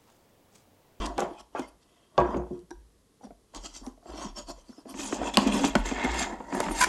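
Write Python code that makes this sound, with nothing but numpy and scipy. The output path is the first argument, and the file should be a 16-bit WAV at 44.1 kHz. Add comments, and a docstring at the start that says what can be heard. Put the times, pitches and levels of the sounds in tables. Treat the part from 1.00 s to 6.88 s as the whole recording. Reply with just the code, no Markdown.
"""Tight lid on a cardboard box

Two hands work the tight lid off a cardboard box on a wooden table, close by in a small room.
The box knocks on the table and rings in decaying modes; fingers rub its coated sides as grainy friction.
Then the lid drags upward in a denser rasp, its walls popping as sinking swings and its edges snapping
as noise bursts; it lets go with a short stick-slip chatter. The table sways below, over a quiet floor.
"""
import sys
import numpy as np
from scipy import signal
from scipy.fft import rfft, irfft
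from scipy.io import wavfile

SR = 44100
rng = np.random.default_rng(int(sys.argv[2]) if len(sys.argv) > 2 else 0)


def master(y):
    """Save y as 16-bit WAV."""
    cut = np.clip(np.atleast_2d(y).T, -1, 1)
    pcm = np.round(cut * 32767)  # scale
    wavfile.write(sys.argv[1], SR, pcm.astype(np.int16))


N = 259308
TIME = np.arange(N) / SR


def amp(db):
    """Level to amplitude: 20 dB is a factor of ten."""
    return 10 ** (np.asarray(db) / 20)


def evened(x):
    """Power normalization: scales to rms 1."""
    return x / np.sqrt(np.mean(x ** 2) + 1e-20)


def peaked(x):
    """Peak normalization: scales to peak 1."""
    return x / (abs(x).max() + 1e-20)


def read(points, hz):
    """Interpolation on a log-frequency axis."""
    f, value = np.transpose(points)
    return np.interp(np.log(hz + 1), np.log(f + 1), value)


def add(mix, s, sound):
    """Superposition: mixes a sound in from time s, in place."""
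    part = mix[max(round(s * SR), 0):][:len(sound)]
    part += sound[:len(part)]


def colour(x, points, size=4096):
    """Minimum-phase filtering: a causal response with the given spectrum."""
    log_gain = np.log(amp(read(points, abs(np.fft.fftfreq(size, 1 / SR)))))
    # the Hilbert transform of the log gain supplies the phase
    response = np.fft.ifft(np.exp(np.conj(signal.hilbert(log_gain)))).real
    return signal.fftconvolve(x, response[:size // 2])[:len(x)]


def wander(hz, size=N):
    """Band-limited chance: smooth noise of rms 1 with a Gaussian roll-off at the given rate."""
    roll_off = np.exp(-(np.fft.rfftfreq(size, 1 / SR) / hz) ** 2)
    return evened(irfft(rfft(rng.standard_normal(size)) * roll_off, size))


def tail(t60s, size=24000):
    """Diffuse decay: dense ringing of energy 1, each band dying at its own speed."""
    hz, t, z = signal.stft(rng.standard_normal(size), SR, nperseg=256)
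    decay = amp(-60 * t / read(t60s, hz)[:, None])
    ring = signal.istft(z * decay, SR, nperseg=256)[1][:size]
    return ring / np.linalg.norm(ring)


def roam(x, depth_db, patch_hz, patch_s, size=1024):
    """Moving excitation: a contact travelling over the panel wakes one resonance group after another."""
    overlap = size * 3 // 4
    hz, t, z = signal.stft(x, SR, nperseg=size, noverlap=overlap)
    across, along = np.fft.fftfreq(len(hz), hz[1])[:, None], np.fft.fftfreq(len(t), t[1])
    blur = np.exp(-(across * patch_hz) ** 2 - (along * patch_s) ** 2)
    patches = evened(np.fft.ifft2(np.fft.fft2(rng.standard_normal(z.shape)) * blur).real)
    return signal.istft(z * amp(depth_db * patches), SR, nperseg=size, noverlap=overlap)[1][:N]


def friction(spectra, grains_per_s, grain_db, smooth, judder_db, judder_hz, roam_db, patch_hz, patch_s):
    """Granular friction: uneven tiny slips, bunched by the hand's judder; one sound per card spectrum."""
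    sizes = amp(grain_db * np.minimum(rng.exponential(1, N), 4))
    grains = (rng.random(N) < grains_per_s / SR) * rng.choice([-1, 1], N) * sizes
    drive = evened(grains) + smooth * rng.standard_normal(N)
    drive = drive * amp(judder_db * wander(judder_hz))
    drive = roam(drive, roam_db, patch_hz, patch_s)
    return [evened(colour(drive, spectrum)) for spectrum in spectra]


# ringing of the card's dense upper modes: (frequency [Hz], t60 [s])
PANEL_T60 = [(1500, 0.036), (10000, 0.062)]


def panel(x, ring_db=-2, size=6000):
    """Modal overlap: many narrow upper modes ring on after every slip and fuse the grains into a rush."""
    ringing = signal.fftconvolve(x, tail(PANEL_T60, size=size))[:N]
    return evened(x + amp(ring_db) * ringing)


# a stroke is this far down one rise before and one fall after its crest; 1 = pointed crest, 2 = round
STROKE_EDGE_DB, STROKE_ROUNDNESS = -27.5, 1.714
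SHEEN_STEEPNESS = 2.4  # the sheen comes only near full speed: its fade in dB is this many times larger


def stroke_gain(rows):
    """Speed law of friction: drone, rasp, hiss and sheen swell to each stroke's crest and sink again."""
    power = np.zeros((4, N))
    edge_db = STROKE_EDGE_DB * np.array([[1], [1], [1], [SHEEN_STEEPNESS]])
    for s, rise, fall, *levels_db in rows:
        away = np.maximum((s - TIME) / rise, (TIME - s) / fall)
        near = away < 2
        shape = amp(edge_db * away[near] ** STROKE_ROUNDNESS)
        power[:, near] += (amp(levels_db)[:, None] * shape) ** 2
    return np.sqrt(power)


# colours of drone, rasp and hiss under the fingers: three lists of (frequency [Hz], density [dB per Hz])
FINGER_COLOURS = [
    [(110, -58), (185, -3), (259, -1), (323, 2), (369, -3.5), (470, -20), (600, -8), (708, -7),
     (813, -13.5), (950, -9.5), (1110, -8.5), (1190, -17.5), (1500, -23), (1950, -27), (3300, -120)],
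    [(760, -29), (1300, 6.5), (1490, 1), (1660, -11), (1850, -5), (2160, -1), (2600, 2), (3190, 8),
     (3800, -6), (4940, -47.5), (8360, -120)],
    [(2290, -66.5), (3900, -3), (4400, 7), (5200, 3.5), (5700, 5.5), (6100, 4.5), (6650, 4.5), (7200, 2.5),
     (7970, -0.5), (9060, -11.5), (10400, -19.5), (11800, -21), (12900, -36.5), (15800, -45)],
]
# the same three under the loose lid: (frequency [Hz], density [dB per Hz])
LOOSE_COLOURS = [
    [(65, -18), (110, -63), (135, -34), (172, -8), (199, -0.5), (252, 1.5), (378, -0.5), (461, -10.5),
     (537, -9.5), (626, -1.5), (706, -1.5), (813, -1), (937, 5), (1000, -3.5), (1150, -18.5), (1360, -13),
     (1500, -16.5), (1950, -9), (3300, -120)],
    [(760, -26), (1300, -9), (1610, -1), (1800, 5.5), (1950, -2), (2130, 12), (2390, -6), (2980, -7),
     (3800, -13.5), (4940, -23), (8360, -120)],
    [(2290, -0.5), (3900, -0.5), (4900, 2), (5380, -0.5), (6680, 1), (7560, 3), (8200, -8), (8900, -7),
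     (10100, -22), (11900, -22), (12500, -31), (15800, -26)],
]
# the same three while the lid sits tight: (frequency [Hz], density [dB per Hz])
TIGHT_COLOURS = [
    [(65, -49), (110, -35), (150, -14), (205, 7), (258, 3.5), (280, 13.5), (300, -10), (345, 4), (385, 0.5),
     (460, -5.5), (538, -2), (640, -2), (706, -3.5), (770, -0.5), (946, -6), (1030, -10.5), (1090, -3.5),
     (1250, -14), (1500, -21), (1950, -24), (3300, -120)],
    [(760, -37), (1250, 4), (1700, -2), (2050, -13.5), (2400, 4.5), (2850, 3), (3400, 1.5), (3700, -2.5),
     (4100, -5), (5000, -41), (8400, -120)],
    [(1800, -22), (3000, -0.5), (3700, -10), (4300, -3), (4750, 1), (5250, 1), (5750, 1), (6300, 1),
     (7900, 1), (8600, -8.5), (9800, -29), (11700, -18), (12400, -32), (15800, -69)],
]
# colour of the sheen, the brightest part of the hiss: (frequency [Hz], density [dB per Hz])
SHEEN_COLOUR = [(6500, -47), (8800, 3), (9600, -2.5), (11000, -5), (12100, -12.5), (12500, -20),
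                (15800, -41)]
# how far the lid has come loose: (time [s], looseness [0-1])
LOOSENESS = [(4.65, 0.25), (4.98, 0.78)]
# fingers brush the box: (time of greatest speed [s], rise [s], fall [s], drone of the board [dB],
# rasp of the fibres [dB], hiss of the coating [dB], sheen [dB])
BRUSHES = [(.012, 0.21, 0.18, -30, -56, -54, -73), (.05, 0.25, 0.04, -54, -42.5, -48.5, -80),
           (.225, 0.095, 0.045, -36.5, -48, -55.5, -63), (.33, 0.18, .1, -69, -63, -69, -72),
           (.408, 0.049, 0.013, -48, -53, -53, -61), (.595, 0.075, 0.1, -41.5, -53, -56, -63),
           (.69, 0.033, 0.018, -69, -69, -61.5, -57), (.83, 0.032, 0.027, -71, -71, -66.5, -87),
           (.97, 0.26, 0.29, -65, -70.5, -79, -86), (1.225, 0.093, 0.061, -49, -55, -66, -85),
           (1.335, 0.19, 0.044, -30, -59, -63.5, -75), (1.368, 0.025, 0.026, -36, -59, -63, -76),
           (1.58, 0.28, 0.095, -61.5, -75, -74.5, -76), (2.245, .03, 0.043, -54, -68.5, -61, -66.5),
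           (2.566, 0.032, 0.039, -41.5, -50, -43.5, -62.5), (2.68, 0.2, 0.16, -58.5, -61, -58.5, -77),
           (2.662, 0.041, 0.019, -43.5, -50.5, -42.5, -73), (2.762, 0.048, 0.067, -52, -57, -46, -76),
           (2.852, 0.041, 0.11, -46.5, -70, -61, -63), (3.11, 0.093, 0.055, -43, -65, -57.5, -68),
           (3.23, 0.17, 0.1, -36, -47, -47.5, -66), (3.386, 0.041, 0.055, -39, -48.5, -44.5, -54),
           (3.499, 0.037, 0.038, -39, -51.5, -43.5, -50), (3.58, 0.058, 0.15, -60, -67.5, -65, -78),
           (3.7, 0.11, 0.14, -63, -71, -64.5, -73), (3.8, 0.081, 0.063, -56.5, -71, -67.5, -71),
           (3.9, 0.043, 0.067, -42.5, -59.5, -54, -51.5)]
# the lid slides a little with each pull: (time of greatest speed [s], rise [s], fall [s], drone [dB],
# rasp [dB], hiss [dB], sheen [dB])
PULLS = [(4.023, 0.092, 0.18, -40.5, -45, -38.5, -45.5), (4.147, 0.11, 0.051, -42, -61, -40.5, -55),
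         (4.225, 0.17, 0.047, -33.5, -46.5, -62, -80), (4.275, 0.12, 0.064, -31.5, -42.5, -43.5, -59),
         (4.405, 0.12, 0.2, -30.5, -39.5, -42, -56), (4.475, 0.037, 0.088, -28, -39, -51, -70),
         (4.547, 0.091, 0.23, -28, -37, -38, -43.5), (4.658, 0.067, 0.069, -30, -33.5, -34.5, -46),
         (4.785, 0.1, 0.11, -37.5, -43, -50, -62), (4.863, 0.031, 0.15, -36, -38, -39, -54),
         (5.03, 0.22, 0.37, -32, -35, -47.5, -78), (5.216, 0.17, 0.086, -35, -32, -34.5, -51),
         (5.311, 0.31, 0.1, -36, -65, -55.5, -73), (5.46, 0.23, 0.3, -45.5, -68, -62, -75),
         (5.557, 0.084, 0.18, -32, -46.5, -44.5, -54), (5.635, 0.031, 0.12, -33.5, -42, -42, -56),
         (5.725, 0.078, .1, -37, -54, -44.5, -45.5), (5.814, 0.098, 0.067, -35, -33.5, -30, -36),
         (5.878, 0.038, 0.046, -29.5, -34, -42, -52)]


def rubbing(finger_boom_db=-5.5, lid_boom_db=0.5):
    """Sliding friction: fingers brush the coating, the lid drags on the walls; both gain sheen at speed."""
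    # each group holds finger, loose lid and tight lid, in that order
    low, mid, high = zip(FINGER_COLOURS, LOOSE_COLOURS, TIGHT_COLOURS)
    drone = friction(low, grains_per_s=350, grain_db=-1.5, smooth=1.0, judder_db=0.5, judder_hz=50,
                     roam_db=3.0, patch_hz=147, patch_s=0.09)
    finger_rasp = friction(mid[:1], grains_per_s=500, grain_db=-4, smooth=0.31, judder_db=0.0,
                           judder_hz=90.2, roam_db=3.0, patch_hz=230, patch_s=0.064)
    lid_rasp = friction(mid[1:], grains_per_s=610, grain_db=0.0, smooth=0.91, judder_db=3.0,
                        judder_hz=140, roam_db=1.9, patch_hz=234, patch_s=0.033)
    finger_hiss = friction(high[:1], grains_per_s=1200, grain_db=3.0, smooth=0.33, judder_db=0.3,
                           judder_hz=140, roam_db=4.5, patch_hz=280, patch_s=0.05)
    lid_hiss = friction(high[1:], grains_per_s=1800, grain_db=-3.0, smooth=0.81, judder_db=2.4,
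                        judder_hz=178, roam_db=3.0, patch_hz=280, patch_s=0.026)
    sheen = friction([SHEEN_COLOUR], grains_per_s=1100, grain_db=5, smooth=0.99, judder_db=4.2,
                     judder_hz=180, roam_db=6, patch_hz=280, patch_s=0.046)
    layers = (finger_rasp + lid_rasp, finger_hiss + lid_hiss, sheen * 3)
    upper = [[panel(x) for x in layer] for layer in layers]
    skin, free, tight = np.swapaxes([drone, *upper], 0, 1)
    loose = np.clip(np.interp(TIME, *np.transpose(LOOSENESS)), 0, 1)
    card = loose * free + (1 - loose) * tight
    # each drone's lowest modes get a level of their own
    skin[0] = colour(skin[0], [(330, finger_boom_db), (480, 0.02)])
    card[0] = colour(card[0], [(330, lid_boom_db), (480, 0)])
    return (stroke_gain(BRUSHES) * skin + stroke_gain(PULLS) * card).sum(0)


def crackle(per_s=170, spread_db=3, below_db=-9):
    """Impulsive fibre slip: single paper fibres catch and let go along every stroke, following the rasp."""
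    sizes = amp(spread_db * np.minimum(rng.exponential(1, N), 3))
    clicks = (rng.random(N) < per_s / SR) * rng.choice([-1, 1], N) * sizes
    fibres = evened(colour(clicks, [(200, -15.0), (700, -2.0), (1100, 13.5), (3000, -0.5), (6500, -8.0),
                                    (11000, -40.0), (15000, -50)]))
    return amp(below_db) * fibres * stroke_gain(BRUSHES + PULLS)[1]


# a wall slips and flexes: (time [s], thump before a 7 dB cut [dB], pitch it sinks to [Hz], clack peak [dB])
FLEXES = [(0.178, -24.5, 288, -65), (0.202, -28, 348, -42), (0.308, -27.5, 300, -46),
          (0.593, -19, 230, -32), (1.344, -19, 264, -28), (1.628, -42.5, 172, -70),
          (2.24, -31.5, 208.3, -67), (2.307, -40.5, 204, -50), (2.814, -36, 226.5, -68),
          (2.866, -23.5, 240, -42), (3.093, -41, 310, -59), (3.136, -31, 295, -47), (3.248, -26, 193, -60),
          (3.692, -32.5, 222, -61), (3.779, -33, 266, -63), (3.856, -33, 264, -57), (3.941, -30, 243, -34),
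          (3.992, -25, 277, -28.5), (4.125, -15.5, 304, -20), (4.232, -29, 298, -25), (4.373, -8, 221, -15),
          (4.464, -11, 217, -26), (4.486, -16, 198, -41), (4.641, -8.5, 248, -15.5),
          (4.655, -18.5, 188, -32), (4.753, -8.5, 207, -9), (4.914, -16.5, 264, -22),
          (5.043, -10, 244, -46), (5.149, -28, 265, -28), (5.324, -23.5, 252, -44),
          (5.525, -18.5, 246, -22.5), (5.602, -23, 275, -13.5), (5.664, -24.5, 190, -23.5),
          (5.685, -22, 255, -22), (5.709, -20.5, 257, -23.5)]
# colour of the clack: (frequency [Hz], density [dB per Hz])
CLACK_COLOUR = [(150, 1.5), (400, 1), (950, 3.5), (1400, -3), (3000, -12.5), (5000, -46.5), (11000, -40),
                (14000, -66)]


def flexes(sweep=0.75, sweep_s=0.0036, cycles=2.06, clack_s=0.0061, shudder_s=0.014, shudder_db=-4,
           lowest_hz=135, size=6000):
    """Dispersion of bending waves: a clack, a few sinking swings (slow waves last), an uneven shudder."""
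    out, t = np.zeros(N), np.arange(size) / SR
    for s, db, hz, clack_db in FLEXES:
        pitch = hz * (1 + sweep * np.exp(-t / sweep_s)) * np.exp(0.1 * wander(137, size=size))
        turns = np.cumsum(pitch) / SR
        age = t * hz / cycles
        thump = age * np.exp((1 - age ** 2) / 2) * np.sin(2 * np.pi * turns)
        shudder = colour(rng.standard_normal(size) * np.exp(-t / shudder_s),
                         [(60, -25), (hz / 2, -19), (hz, 0), (3 * hz, -14), (3000, -45), (8000, -70)])
        clack = colour(rng.standard_normal(size) * np.exp(-t / clack_s), CLACK_COLOUR)
        swing = thump + amp(shudder_db) * peaked(shudder)
        add(out, s, amp(db - 7.0) * swing + amp(clack_db) * peaked(clack))
    return signal.lfilter(*signal.butter(2, lowest_hz, "high", fs=SR), out)


# card edges snap past each other: (time [s], peak [dB], length [s], brightest frequency [Hz])
SNAPS = [(0.039, -49, 0.001, 3500), (0.059, -27, 0.00067, 5370), (0.063, -25, 0.0022, 5030),
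         (0.18, -27, 0.0017, 2700), (0.191, -34, 0.011, 6960), (0.204, -24.5, 0.0017, 7000),
         (0.595, -34, 0.0014, 7000), (1.2025, -38, 0.0011, 2600), (1.369, -42.5, 0.0028, 1600),
         (1.591, -53, .002, 4450), (1.707, -40.5, 0.0021, 5630), (2.548, -32, 0.0013, 4170),
         (2.6462, -35, 0.00057, 4230), (2.865, -34.5, 0.00055, 6200), (4.117, -47, 0.0037, 2510),
         (4.337, -27.5, 0.0085, 3160), (4.356, -29, 0.0012, 5500), (4.3716, -0.5, 0.0011, 2940),
         (4.469, -26.5, 0.0092, 6740), (4.649, -18, 0.0012, 5800), (4.752, -18.5, 0.0043, 4940),
         (5.04, -31, 0.0087, 6600), (5.142, -32, 0.0015, 9000), (5.602, -20, 0.0024, 8900)]


def snaps(size=4000):
    """Impact excitation: a tight cluster of breaking contacts rings the edge of the card."""
    out, t = np.zeros(N), np.arange(size) / SR
    for s, db, length, hz in SNAPS:
        burst = rng.standard_normal(size) * (t / length) * np.exp(-2 * t / length)
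        burst = colour(burst, [(hz / 10, -15), (hz / 1.2, -5), (hz, 0), (1.2 * hz, -5), (2 * hz, -7),
                               (4 * hz, -11)])
        burst = colour(burst, [(7800, 0), (9000, -6), (11300, -8), (12800, -23), (16000, -34)])
        add(out, s, amp(db) * peaked(burst))
    return out


# the rim catches three times as it comes free: (start [s], length [s], scrape [dB],
# ring before a 7 dB cut [dB])
CHATTER = [(5.812, 0.0062, -19.5, -14), (5.824, 0.0068, -23, -11), (5.839, 0.0061, -18, -32)]
# colour of the scraping rim: (frequency [Hz], density [dB per Hz])
RIM_COLOUR = [(120, -62), (200, -20), (446, -20), (842, -5), (992, 0), (1170, -21), (1450, 4), (1790, -1.5),
              (2050, -11), (2290, 3), (2510, -11.5), (4260, -17), (4800, -12), (7620, -11), (11200, -20),
              (12600, -35), (15500, -54)]
SLIP_HZ, SLIP_RISE_HZ_PER_S = 442.4, 4500  # the slips speed up as the lid gets away
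RIM_HZ = 998  # the rim's main mode
SCRAPE_EDGE_S, RIM_RING_S = 0.0025, 0.0027  # fade of scrape and ring on either side of a catch


def chatter(jitter=0.14, slip_turns=0.21, grit=0.18, squeeze=3.4):
    """Stick-slip: each slip is a kick and a puff of grit, limited by the card's give; catches ring the rim."""
    rate = SLIP_HZ + SLIP_RISE_HZ_PER_S * np.clip(TIME - CHATTER[0][0], 0, .04)
    turns = np.cumsum(rate * np.exp(jitter * wander(300))) / SR
    kicks = np.diff(np.floor(turns), prepend=0)
    drive = kicks + grit * np.exp(-(turns % 1) / slip_turns) * rng.standard_normal(N)
    limited = np.tanh(evened(drive - drive.mean()) / squeeze)
    scrape = evened(colour(limited, RIM_COLOUR))
    ring = evened(np.sin(2 * np.pi * RIM_HZ * TIME))
    out = np.zeros(N)
    for s, length, db, ring_db in CHATTER:
        away = abs(TIME - np.clip(TIME, s, s + length))
        out += amp(db) * scrape * np.exp(-away / SCRAPE_EDGE_S)
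        out += amp(ring_db - 7) * ring * np.exp(-away / RIM_RING_S)
    return out


# the box knocks on the table: (time [s], ring before a 7 dB cut [dB], softness corner: weak above [Hz],
# corner-blow limit: weak below [Hz], tick peak [dB], rattle of the contents before a 4.5 dB lift [dB])
KNOCKS = [(0.179, -37, 1150, 368, -31.5, -21), (.549, -28.5, 1550, 450, -65, -32),
          (1.1788, -10, 1600, 132, -19, -21), (1.359, -13, 440, 146, -72, -29.5),
          (1.506, -16.5, 307, 210, -82.5, -62)]
# what the full box rings with: (frequency [Hz], level [dB], t60 before the grip's damping [s])
BOX_MODES = [(132, -10.5, 0.2), (162.4, -13, 0.32), (201, -4, 0.11), (271.3, -12.5, 0.34),
             (358.3, -3, 0.45), (389, -2.5, 0.09), (391, -20.5, 0.14), (464, -15.5, 0.73),
             (552.4, -4, 0.15), (604, 2.5, 0.056), (685, -2.5, 0.13), (823, -6, 0.12), (940, -12, 0.43),
             (997, -8, 0.57), (1115, -12, 0.29), (1130, 0, 0.12), (1600, -17.5, 0.49), (1620, -24.5, 0.33)]
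# colour of the rattling contents: (frequency [Hz], density [dB per Hz])
RATTLE_COLOUR = [(59, -76.5), (100, -27), (196, -4.5), (318, -26), (357, 1.5), (441, -21.5), (476, -7.5),
                 (1010, -12.5), (1830, -28), (2550, -27.5), (4540, -56.5), (6540, -30), (10000, -91),
                 (13000, -89.5), (22000, -120)]
# decay of the rattle: (frequency [Hz], t60 [s])
RATTLE_T60 = [(100, 0.28), (400, 0.31), (1000, 0.35), (2500, 0.24), (8000, 0.088)]


def knocks(tick_s=0.0016, rattle_rough_db=3, grip_s=0.17, ring_rough_db=2, ring_waver=.018, size=24000):
    """Modal impact: a blow rings the box and shakes its contents; the grip bends and damps the ring."""
    out, t = np.zeros(N), np.arange(size) / SR
    for s, db, soft_hz, low_hz, tick_db, rattle_db in KNOCKS:
        ring = np.zeros(size)
        for k, (hz, mode_db, t60) in enumerate(BOX_MODES):
            level = amp(mode_db - 60 * t / t60 + ring_rough_db * wander(50, size=size))
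            softened = level / np.hypot(1, (hz / soft_hz) ** 3)  # soft blows lose the treble
            turns = hz * np.cumsum(1 + ring_waver * wander(64, size=size)) / SR
            ring += (-1) ** k * softened * np.sin(2 * np.pi * turns + rng.uniform(0, np.pi))
        rattle = tail(RATTLE_T60) * amp(rattle_rough_db * wander(95, size=size))
        rattle = colour(rattle, RATTLE_COLOUR)
        rattle = signal.lfilter(*signal.butter(1, min(2 * soft_hz, SR / 3), fs=SR), rattle)
        onset = (1 - np.exp(-t * soft_hz)) ** 2
        damped_ring = amp(db - 7.0 - 20 * (t / grip_s) ** 3) * ring
        blow = onset * (damped_ring + amp(rattle_db + 4.5) * peaked(rattle))
        blow = signal.lfilter(*signal.butter(2, low_hz, "high", fs=SR), blow)
        tick = colour(rng.standard_normal(size) * np.exp(-t / tick_s),
                      [(200, 17.5), (1200, 1.5), (3000, 14), (7000, -2.0), (10000, -37.0)])
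        add(out, s, blow + amp(tick_db) * peaked(tick))
    return out


# fingertips tap the card: (time [s], peak [dB], hollow pitch [Hz], decay [s])
TAPS = [(0.179, -28, 726, 0.012), (0.225, -27.5, 720, 0.055), (.5495, -24, 770, 0.0063),
        (.559, -30, 1430, 0.016), (2.210, -45, 820, 0.0083), (2.232, -41, 714, 0.0093),
        (2.269, -41.5, 740, 0.004), (2.306, -38, 650, 0.0071), (2.537, -39.5, 910, 0.047),
        (2.646, -41.5, 680, 0.0031), (2.976, -47, 636, 0.0027), (3.027, -49.5, 710, 0.012),
        (3.057, -38, 720, 0.0083), (3.096, -34.5, 746, 0.011), (3.216, -42, 606, 0.0098),
        (3.579, -48.5, 560, 0.0058), (3.727, -49, 1360, .005), (3.853, -37.5, 700, 0.02),
        (4.215, -20, 707, 0.01), (4.371, -10, 1020, 0.015), (5.293, -34, 900, 0.0074),
        (5.402, -29.5, 870, 0.0068), (5.484, -36, 925, 0.0078), (5.548, -21.5, 940, 0.0031)]


def taps(width=0.18, size=5000):
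    """Local resonance: a soft fingertip excites the patch of card under it in a dull, hollow burst."""
    out, t = np.zeros(N), np.arange(size) / SR
    for s, db, hz, decay in TAPS:
        burst = rng.standard_normal(size) * np.exp(-t / decay)
        shape = [(80, -30), (220, -8), (hz / (1 + width), -8), (hz, 0), (hz * (1 + width), -13),
                 (hz * 2.26, -29), (hz * 5, -47), (13000, -70)]
        add(out, s, amp(db) * peaked(colour(burst, shape)))
    return out


# skin and card squeak faintly on the coating: (start [s], length [s], frequency [Hz], level [dB])
SQUEAKS = [(.36, .06, 3120, -65), (.345, .06, 2520, -64), (.56, .05, 2500, -55), (.615, .05, 2100, -57),
           (.33, .09, 850, -55), (.87, .26, 3220, -78), (1.355, .04, 6700, -66), (1.37, .04, 6150, -68),
           (3.765, .055, 5120, -64), (4.337, .016, 3400, -35)]


def squeaks(waver=0.01):
    """Stick-slip oscillation: the coating sticks and slips fast enough to give a thin, broken tone."""
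    out = np.zeros(N)
    for s, length, hz, db in SQUEAKS:
        size = round(length * SR)
        turns = np.cumsum(hz * (1 + waver * wander(400, size=size))) / SR
        grip = amp(5.8 * wander(130, size=size) + 3.8 * wander(23, size=size))
        tone = np.sin(2 * np.pi * turns) * grip * signal.windows.tukey(size, .5)
        add(out, s, amp(db) * evened(tone))
    return out


# a packed part settles with a small hollow tick: (time [s], peak [dB])
TICKS = [(1.7056, -38), (1.712, -30.5), (1.7261, -42)]
# modes of the part: (frequency [Hz], level [dB], t60 [s])
TICK_MODES = [(344, 11, 0.045), (787, 0.5, 0.026), (934, 2.5, 0.024), (1600, 1.5, 0.019),
              (1740, -20, 0.023), (3870, -14, 0.017), (5740, -10, 0.022)]


def ticks(rise_cycles=1.9, size=8000):
    """Modal ringing: a small part sounds in a few clear modes; the low ones take longest to swell."""
    out, t = np.zeros(N), np.arange(size) / SR
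    for s, db in TICKS:
        ring = np.zeros(size)
        for hz, mode_db, t60 in TICK_MODES:
            swell = 1 - np.exp(-t * hz / rise_cycles)
            ring += amp(mode_db - 60 * t / t60) * swell * np.sin(2 * np.pi * (hz * t + rng.random()))
        add(out, s, amp(db) * peaked(ring))
    return out


# lowest modes of the table top: (frequency [Hz], width [Hz], level [dB])
TABLE_MODES = [(34.9, 13, -8.5), (47.2, 4.2, -1.5), (57.34, 2.8, 0.5), (124.1, 39, -27)]
# shoves that set the table top swaying: (time [s], level [dB], pitch [Hz])
SHOVES = [(-.04, -31.5, 47.2), (.61, -57, 50.6), (1.18, -33, 57), (1.35, -38, 57.1), (1.724, -47.5, 52.3),
          (2.26, -57.5, 47.7), (2.55, -42.5, 42.5), (2.789, -47, 43), (3.08, -44.5, 52),
          (3.26, -45.5, 36.5), (3.44, -48.5, 36), (3.95, -53, 40.6), (4.19, -40, 50.8), (4.76, -28, 45.6),
          (5.06, -33.5, 56.6), (5.679, -35, 42.9)]
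SHOVE_RISE_S, SWAY_FALL_DB_PER_S = 0.041, 109.5


def table(rub, drag_db=-15, drag_s=0.055, waver=0.092):
    """Forced vibration: shoves swell and die at their own pitches; the rubbing's drag keeps the top moving."""
    hz = np.fft.rfftfreq(N, 1 / SR)
    shape = sum(amp(db) / (1 + ((hz - f) / (width / 2)) ** 2) for f, width, db in TABLE_MODES)
    keep = np.exp(-1 / (drag_s * SR))
    drag = amp(drag_db) * np.sqrt(signal.lfilter([1 - keep], [1, -keep], rub ** 2))
    out = drag * evened(irfft(rfft(rng.standard_normal(N)) * shape, N))
    uneven_time = np.cumsum(1 + waver * wander(30)) / SR
    for s, db, sway_hz in SHOVES:
        swell = np.clip((TIME - s) / SHOVE_RISE_S, 0, 1)
        fall_db = SWAY_FALL_DB_PER_S * np.maximum(TIME - s - SHOVE_RISE_S, 0)
        out += swell * amp(db - fall_db) * evened(np.sin(2 * np.pi * sway_hz * uneven_time))
    return out


# reverberation of the room: (frequency [Hz], t60 [s])
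ROOM_T60 = [(100, 0.2), (1000, 0.37), (5000, 0.3), (14000, 0.15)]


def room(x, wet_db=-14, delay_s=.008):
    """Reverberation: a small furnished room answers faintly with a delayed diffuse tail."""
    out = np.zeros(N)
    add(out, delay_s, amp(wet_db) * signal.fftconvolve(x, tail(ROOM_T60))[:N])
    return out


# colour of the room's quiet: (frequency [Hz], density [dB per Hz])
QUIET_COLOUR = [(15, -49.5), (25, -1.5), (461, -4.5), (542, -9), (654, -14), (981, -17), (1060, -13),
                (1430, -22), (1870, -20), (2390, -25), (2590, -23.5), (3130, -22), (3990, -21.5),
                (11400, -23.5), (13000, -36), (15800, -46)]


def quiet(level_db=-66):
    """Stationary background noise: the room's quiet is a steady coloured hush."""
    return amp(level_db) * evened(colour(rng.standard_normal(N), QUIET_COLOUR))


def scene():
    """Superposition: the box and the hands in the room, over the swaying table and the room's quiet."""
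    blows = knocks() + ticks() + taps() + flexes() + snaps() + squeaks()
    rub = rubbing() + crackle()
    box = blows + rub + chatter()
    return (box + room(box) + table(rub) + quiet())[None]


def record(dry, edge_hz=15900):
    """Band limiting: a linear-phase low-pass removes what lies above the edge."""
    low_pass = signal.firwin(511, edge_hz, window=("kaiser", 9), fs=SR)
    return signal.oaconvolve(dry, low_pass[None], "same")


dry = scene()
out = record(dry)
master(out)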